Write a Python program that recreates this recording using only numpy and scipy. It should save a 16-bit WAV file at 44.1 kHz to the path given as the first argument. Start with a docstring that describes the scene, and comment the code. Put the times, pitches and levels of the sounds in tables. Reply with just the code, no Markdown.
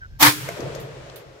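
"""Faint wind, insects and thin far-off chirps, then one rifle shot from under the roof of an outdoor firing line.
Shaped noise makes the report, which overloads the microphone; noise and low sine modes make the shelter boom.
A hard surface down range slaps it back as a cluster of filtered spikes that leaves sine modes ringing.
The wooded slopes return a long dull roll of noise in three bands, with knocks of decaying sine standing out.
A few light ticks and bright splashes of hiss, both short noise bursts, follow."""
import sys
import numpy as np
from scipy import signal
from scipy.fft import rfft, irfft
from scipy.io import wavfile

SR = 44100
rng = np.random.default_rng(int(sys.argv[2]) if len(sys.argv) > 2 else 0)


def log_audio(samples):
    """Write samples as a 16-bit WAV file to the path given in sys.argv[1]."""
    # one column per channel
    frames = np.atleast_2d(samples).T
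    # limit to full scale, then quantise
    limited = np.clip(frames, -1, 1)
    pcm = np.round(limited * 32767).astype(np.int16)
    wavfile.write(sys.argv[1], SR, pcm)


N = 61739
T = np.arange(N) / SR   # s
FREQS = np.maximum(np.arange(N // 2 + 1) * SR / N, 1)   # Hz
SHOT_S = 0.2245

# left-right balance of sound close to the microphone: f/Hz, left over right/dB
NEAR_BALANCE = [(150, 0), (300, 3.5), (700, 0), (8000, 0), (13000, -4.5)]
# balance of sound that favours neither side: f/Hz, left over right/dB
EVEN = [(100, 0), (10000, 0)]


def from_db(db):
    """Decibels to gain."""
    return 10 ** (np.asarray(db) / 20)


def rms_one(x):
    """Scale to unit power."""
    return x / np.sqrt(np.mean(x ** 2) + 1e-20)


def at_hz(points, hz):
    """Read a table on a log-frequency axis."""
    f, v = np.transpose(points)
    return np.interp(np.log(hz), np.log(f), v)


def after(s):
    """Seconds since a moment, zero before it."""
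    return np.maximum(T - s, 0)


def pan(db):
    """Left and right gains for a level difference, positive to the left."""
    return from_db(np.array([[.5], [-.5]]) * db)


def from_left(x, lag_s):
    """The right side hears it a moment later."""
    return np.array([x[0], np.interp(T - lag_s, T, x[1])])


def drift(rate_hz):
    """Random wander with spread 1, smoothed above a rate."""
    return rms_one(irfft(rfft(rng.standard_normal(N)) / (1 + (FREQS / rate_hz) ** 2), N))


def duller(x, top_hz):
    """Roll off the treble, half the amplitude being left at top_hz."""
    return irfft(rfft(x) / (1 + (FREQS / top_hz) ** 4), N)


def resonance(hz, width_hz):
    """Gain of one resonance at every frequency, 1 on top."""
    return 1 / (1 + (2 * (FREQS - hz) / width_hz) ** 2)


def narrow(hz, width_hz):
    """Noise in one resonance, unrelated left and right; unit power."""
    return rms_one(irfft(rfft(rng.standard_normal((2, N))) * resonance(hz, width_hz), N))


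def reflections(share):
    """Two unrelated streams of noise, a share of the power being sparse single reflections."""
    echoes_per_s = 900
    share = np.clip(share, 0, 1)
    single = rng.standard_normal((2, N)) * (rng.random((2, N)) < echoes_per_s / SR)
    return np.sqrt(share) * rms_one(single) + np.sqrt(1 - share) * rng.standard_normal((2, N))


def field(colour, balance, share=0):
    """Coloured stereo sound from all sides, falling away beyond the ends of its colour; unit power."""
    # how alike the two sides are: f/Hz, left-right correlation
    likeness = [(60, .88), (130, .88), (300, .7), (620, .45), (1400, -.1), (3000, -.03), (15000, 0)]
    mid, side = rfft(reflections(share))
    alike = np.clip(at_hz(likeness, FREQS), -.99, .99)
    both = np.sqrt(1 + alike) * mid + np.sqrt(1 - alike) * side * [[1], [-1]]
    low_skirt = np.minimum(FREQS / colour[0][0], 1) ** 2
    high_skirt = np.minimum(colour[-1][0] / FREQS, 1) ** 2
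    gain = from_db(at_hz(colour, FREQS)) * low_skirt * high_skirt
    return rms_one(irfft(both * gain * pan(at_hz(balance, FREQS)), N))


def chirps():
    """Thin gliding whistles far off, perhaps a bird, slightly rough and with a weak octave."""
    # whistles: middle t/s, length/s, level/dB (rms of the fundamental at its height), f/Hz, glide/Hz per s
    whistles = [(0.038, 0.065, -39.5, 1525, -3200), (0.138, 0.14, -61.5, 1580, 300)]
    rough, rough_hz, octave_db = 0.71, 168, -31
    out = 0
    for s, length, db, hz, glide in whistles:
        phase = 2 * np.pi * (hz * (T - s) + glide * (T - s) ** 2 / 2 + rng.random((2, 1)))
        level = from_db(db) * np.maximum(1 - (2 * (T - s) / length) ** 2, 0)
        out = out + level * (np.sin(phase) + from_db(octave_db) * np.sin(2 * phase))
    return np.sqrt(2) * out * (1 + rough * drift(rough_hz))


def background():
    """Gusting low noise for wind, steady noise for still air, a narrow band for insects, and chirps."""
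    # wind rumble before gusts: t/s, level/dB
    rumble = [(0, -42.5), (.18, -38.5), (.326, -80), (.62, -49.5), (1.4, -56.5)]
    # spectra of wind and still air: f/Hz, relative level/dB
    wind_colour = [(20, -12), (58, -1.5), (140, -12), (300, -41)]
    air_colour = [(200, -2), (500, -5.5), (1200, -14), (4000, -13.5), (6500, -18), (9000, -30.5),
                  (15500, -26.5)]
    gust_db, gust_rate_hz, air_db = 3.5, 12, -61
    insect_hz, insect_width_hz, insect_db = 5300, 350, -73.5
    wind_level = from_db(np.interp(T, *np.transpose(rumble)) + gust_db * drift(gust_rate_hz))
    wind = wind_level * field(wind_colour, EVEN)
    air = from_db(air_db) * field(air_colour, EVEN)
    insects = from_db(insect_db) * narrow(insect_hz, insect_width_hz)
    return wind + air + insects + chirps()


def report():
    """A ragged swell of noise leads in; then the bright crack and coarse rattle of the muzzle blast under the
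    roof, all in noise."""
    # the swell of noise before the crack, before the grain is applied: t/s, level/dB
    swell_level = [(.188, -59), (.198, -30.5), (.203, -24.5), (.209, -17), (.216, -10.5), (.2205, -12),
                   (.2245, -11)]
    # spectra of swell, crack and blast: f/Hz, relative level/dB
    swell_colour = [(200, -16.5), (290, 8), (380, -13.5), (850, 9), (1700, -2.5), (6000, -1), (9300, -14),
                    (12000, 1)]
    crack_colour = [(300, -24.5), (900, -2.5), (2200, 3), (4500, -2), (9500, -4.5), (12500, -3),
                    (15500, -9)]
    blast_colour = [(88, -42), (150, -4.5), (221, -49.5), (296, 8), (381, -38.5), (509, -0.5), (595, -14.5),
                    (912, 1), (2400, -0.5), (2810, -11.5), (3040, -5), (3550, -6.5), (3910, -5.5),
                    (6860, -13.5), (15500, -13.5)]
    # resonances under the roof that colour the blast: f/Hz, boost/dB
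    roof_modes = [(1057, 5.5)]
    # hard reflections from bench, posts and roof make the blast jump: t/s, jump in level/dB
    jolts = [(0.2296, 14), (0.2359, 4.5), (0.2485, 2), (0.271, 7)]
    crack_db, crack_s, crack_release_db_per_s = -9, 0.0092, 901
    blast_db, hold_s, sag_db_per_s, release_db_per_s = -7.5, 0.059, 64.5, 433.5
    # the blast's treble has its own level and decay
    treble_hz, treble_db, treble_sag_db_per_s, treble_release_db_per_s = 3010, 2, 66, 279
    roof_width_hz, jolt_s, crackle_db, crackle_rate_hz = 24, .0016, 1.06, 330

    swell_gain = (T < SHOT_S) * from_db(np.interp(T, *np.transpose(swell_level), left=-np.inf))
    swell = swell_gain * field(swell_colour, NEAR_BALANCE)
    crack_gain = from_db(crack_db - crack_release_db_per_s * after(SHOT_S + crack_s))
    crack = crack_gain * field(crack_colour, NEAR_BALANCE)

    roof = from_db(sum(db * resonance(hz, roof_width_hz) for hz, db in roof_modes))
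    rattle = rms_one(irfft(rfft(field(blast_colour, NEAR_BALANCE, share=0.29)) * roof, N))
    body = duller(rattle, treble_hz)
    held, released = after(SHOT_S), after(SHOT_S + hold_s)
    body_gain = from_db(-sag_db_per_s * held - release_db_per_s * released)
    treble_gain = from_db(treble_db - treble_sag_db_per_s * held - treble_release_db_per_s * released)
    blast = body * body_gain + (rattle - body) * treble_gain

    jumps_db = sum(db * (T >= s) * np.exp(-after(s) / jolt_s) for s, db in jolts)
    grain = from_db(crackle_db * drift(crackle_rate_hz) + jumps_db)
    return grain * (swell + (T >= SHOT_S) * (crack + from_db(blast_db) * blast))


def shelter():
    """The shelter rings out in bands of noise, treble fastest, and booms in a few low sine modes."""
    # spectrum of the ring-out where its level is set: f/Hz, relative level/dB
    shelter_colour = [(88, -24), (150, -1), (201, -25.5), (308, -1.5), (346, -44), (411, 0.5), (490, -30),
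                      (530, -21), (681, -51), (1290, -10.5), (15500, -20)]
    # low modes: f/Hz, level/dB, start t/s, build-up/s, t60/s, left over right/dB
    boom_modes = [(127.1, -18.5, .2245, 0.064, 0.06, -1), (299, -18, 0.23, 0.022, 0.26, -2.5),
                  (320.5, -30, 0.27, 0.017, 0.11, 14), (429, -52, 0.56, 0.088, 0.63, -3)]
    level_db, level_at_s = -34.5, 0.39   # level in the middle of the ring-out
    loss_db_per_s, extra_db_per_s_at_10khz = 43.5, 30
    sound, out = rfft(field(shelter_colour, NEAR_BALANCE)), 0
    edges = np.geomspace(60, 20000, 15)   # Hz
    for low, high in zip(edges, edges[1:]):
        loss = loss_db_per_s + extra_db_per_s_at_10khz * np.sqrt(low * high) / 10 ** 4
        band = irfft(sound * (FREQS >= low) * (FREQS < high), N)
        out = out + band * from_db(level_db - loss * (T - level_at_s))
    for hz, db, start, build, t60, side_db in boom_modes:
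        rise = np.minimum(after(start) / build, 1) ** 2
        level = rise * from_db(db - 60 * after(start + build) / t60)
        out = out + pan(side_db) * level * np.sin(2 * np.pi * (hz * T + rng.random()))
    return out * (T >= SHOT_S)


def roll():
    """Countless echoes from trees and slopes: diffuse noise in three bands, each with its own level curve."""
    # level of the roll before build-up and band trims: t/s, bass/dB, middle/dB, treble/dB
    roll_level = [(0.34, -46, -52, -28), (0.374, -37.5, -50.5, -34), (0.46, -36.5, -41.5, -37),
                  (0.515, -43.5, -37, -40.5), (0.543, -37, -46, -43.5), (0.573, -62, -36.5, -39.5),
                  (0.593, -38.5, -31.5, -42.5), (0.803, -40, -35.5, -43.5), (0.857, -41.5, -36.5, -48),
                  (0.925, -44.5, -40.5, -48), (1.205, -53.5, -44, -50), (1.235, -71, -43.5, -54.5),
                  (1.273, -52, -46.5, -54.5), (1.4, -63, -46, -55)]
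    # spectra of the three bands: f/Hz, relative level/dB
    bass_colour = [(60, -25), (100, -12.5), (132, -1), (150, -6.5), (185, -16), (260, -32.5)]
    middle_colour = [(170, -24.5), (250, -10.5), (320, -3.5), (450, 2.5), (670, -1.5), (810, -13),
                     (1200, -16.5)]
    treble_colour = [(470, -38), (850, -1.5), (2080, -4.5), (7100, -18), (15500, -47)]
    # balance of sound from far off: f/Hz, left over right/dB
    far_balance = [(150, -0.5), (380, 1), (1000, 1.5), (5000, 3.5), (12000, 13.5)]
    bass_db, middle_db, treble_db = 1.5, -1.5, 0.87   # band trims
    build_s, treble_build_s = .1, 0.28
    s, *levels = np.transpose(roll_level)
    bass, middle, treble = (from_db(np.interp(T, s, db)) for db in levels)
    begun = np.minimum(after(SHOT_S) / build_s, 1)
    treble_begun = np.minimum(after(SHOT_S) / treble_build_s, 1) ** 2
    return (begun * from_db(bass_db) * bass * field(bass_colour, far_balance)
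            + begun * from_db(middle_db) * middle * field(middle_colour, far_balance, share=0.34)
            + treble_begun * from_db(treble_db) * treble * field(treble_colour, far_balance, share=0.05))


def spike(s, scatter_db, scatter_s):
    """One returning pressure spike with a little decaying noise scattered behind it."""
    out = from_db(scatter_db) * (T > s) * np.exp(-after(s) / scatter_s) * rng.standard_normal((2, N))
    out[:, int(s * SR)] += 1
    return out


def slap():
    """A tight cluster of pressure spikes comes back from down range, filtered, and leaves modes ringing."""
    # returning spikes, before the cluster's trim: t/s, peak level/dB
    slap_spikes = [(0.4886, -10), (0.4899, -11), (0.4905, -12), (0.4918, -11)]
    # what the return does to the spikes' spectrum: f/Hz, relative level/dB
    slap_colour = [(200, -14), (400, -2.5), (600, 7.5), (1000, -2), (2200, -3), (3300, -29), (4400, -23.5),
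                   (6400, -14), (9000, -29), (12500, -18.5), (15500, -33.5)]
    # what is left ringing: f/Hz, level/dB over the first untrimmed spike, t60/s
    ring_modes = [(411, -32, .2), (544, -44, 0.19), (686, -23, 0.22), (990, -34, 0.15)]
    trim_db, scatter_db, scatter_s = -3, -20, .0023
    spikes = sum(from_db(db) * spike(s, scatter_db, scatter_s) for s, db in slap_spikes)
    colour = from_db(at_hz(slap_colour, FREQS))
    cluster = irfft(rfft(spikes) * colour / colour.mean(), N)
    s, db = slap_spikes[0]
    ring = sum(from_db(db + mode_db - 60 * after(s) / t60) * np.sin(2 * np.pi * hz * after(s))
               for hz, mode_db, t60 in ring_modes)
    return from_db(trim_db) * cluster + ring


def knocks():
    """Single echoes from banks and tree lines stand out of the roll, each a short sine at its own pitch."""
    # dull knocks: start t/s, envelope peak level/dB, f/Hz
    knock_rows = [(.568, -28.5, 576), (.596, -29.5, 280), (0.627, -30.5, 354), (.657, -26.5, 512),
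                  (0.699, -29.5, 469.3), (.758, -27, 560), (0.967, -32.5, 450)]
    rise_s = 0.0027
    out = 0
    for s, db, hz in knock_rows:
        age = after(s) / rise_s
        out = out + from_db(db) * age * np.exp(1 - age) * np.sin(2 * np.pi * (hz * T + rng.random()))
    return out


def burst(s, db, t60, side_db):
    """Stereo envelope with a sudden start and a steady decay."""
    return pan(side_db) * (T >= s) * from_db(db - 60 * after(s) / t60)


def small_noises():
    """Light ticks and bright splashes of hiss, each a decaying burst of coloured noise."""
    # ticks: t/s, level/dB before dulling, t60/s, left over right/dB, top f/Hz
    tick_rows = [(0.6042, -40, .046, 15.5, 9200), (0.75, -39, 0.075, 10.5, 12000),
                 (1.0987, -27.5, 0.025, 9.5, 3800)]
    # splashes: t/s, level/dB, t60/s, left over right/dB
    splash_rows = [(0.7996, -46, 0.2, -4.5), (1.159, -41, 0.14, -6)]
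    # spectra of both: f/Hz, relative level/dB
    tick_colour = [(800, -2.5), (1800, -18), (3800, 3), (6500, 10.5), (9000, -8), (12500, 7.5),
                   (15500, -23)]
    splash_colour = [(900, -7), (3700, 4.5), (6000, -5), (9500, -2.5), (13000, 6.5), (15500, -1)]
    tick, hiss = field(tick_colour, EVEN), field(splash_colour, EVEN)
    ticks = sum(burst(*row) * duller(tick, top_hz) for *row, top_hz in tick_rows)
    splashes = sum(burst(*row) * hiss for row in splash_rows)
    return ticks + splashes


def scene():
    """The range around the microphone, the shot and its echoes."""
    # the slopes lie a little to the left
    slopes = from_left(roll() + knocks(), lag_s=.0002)
    return background() + report() + shelter() + slopes + slap() + small_noises()


def record(dry):
    """Microphone overload rounds the peaks; a low-pass then cuts the top."""
    overload, cutoff_hz = 0.85, 15750   # overload: ceiling of the rounding, full scale = 1
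    rounded = overload * np.tanh(dry / overload)
    top = signal.firwin(301, cutoff_hz, fs=SR, window=("kaiser", 7))
    return signal.fftconvolve(rounded, top[None], mode="same", axes=1)


dry = scene()
out = record(dry)
log_audio(out)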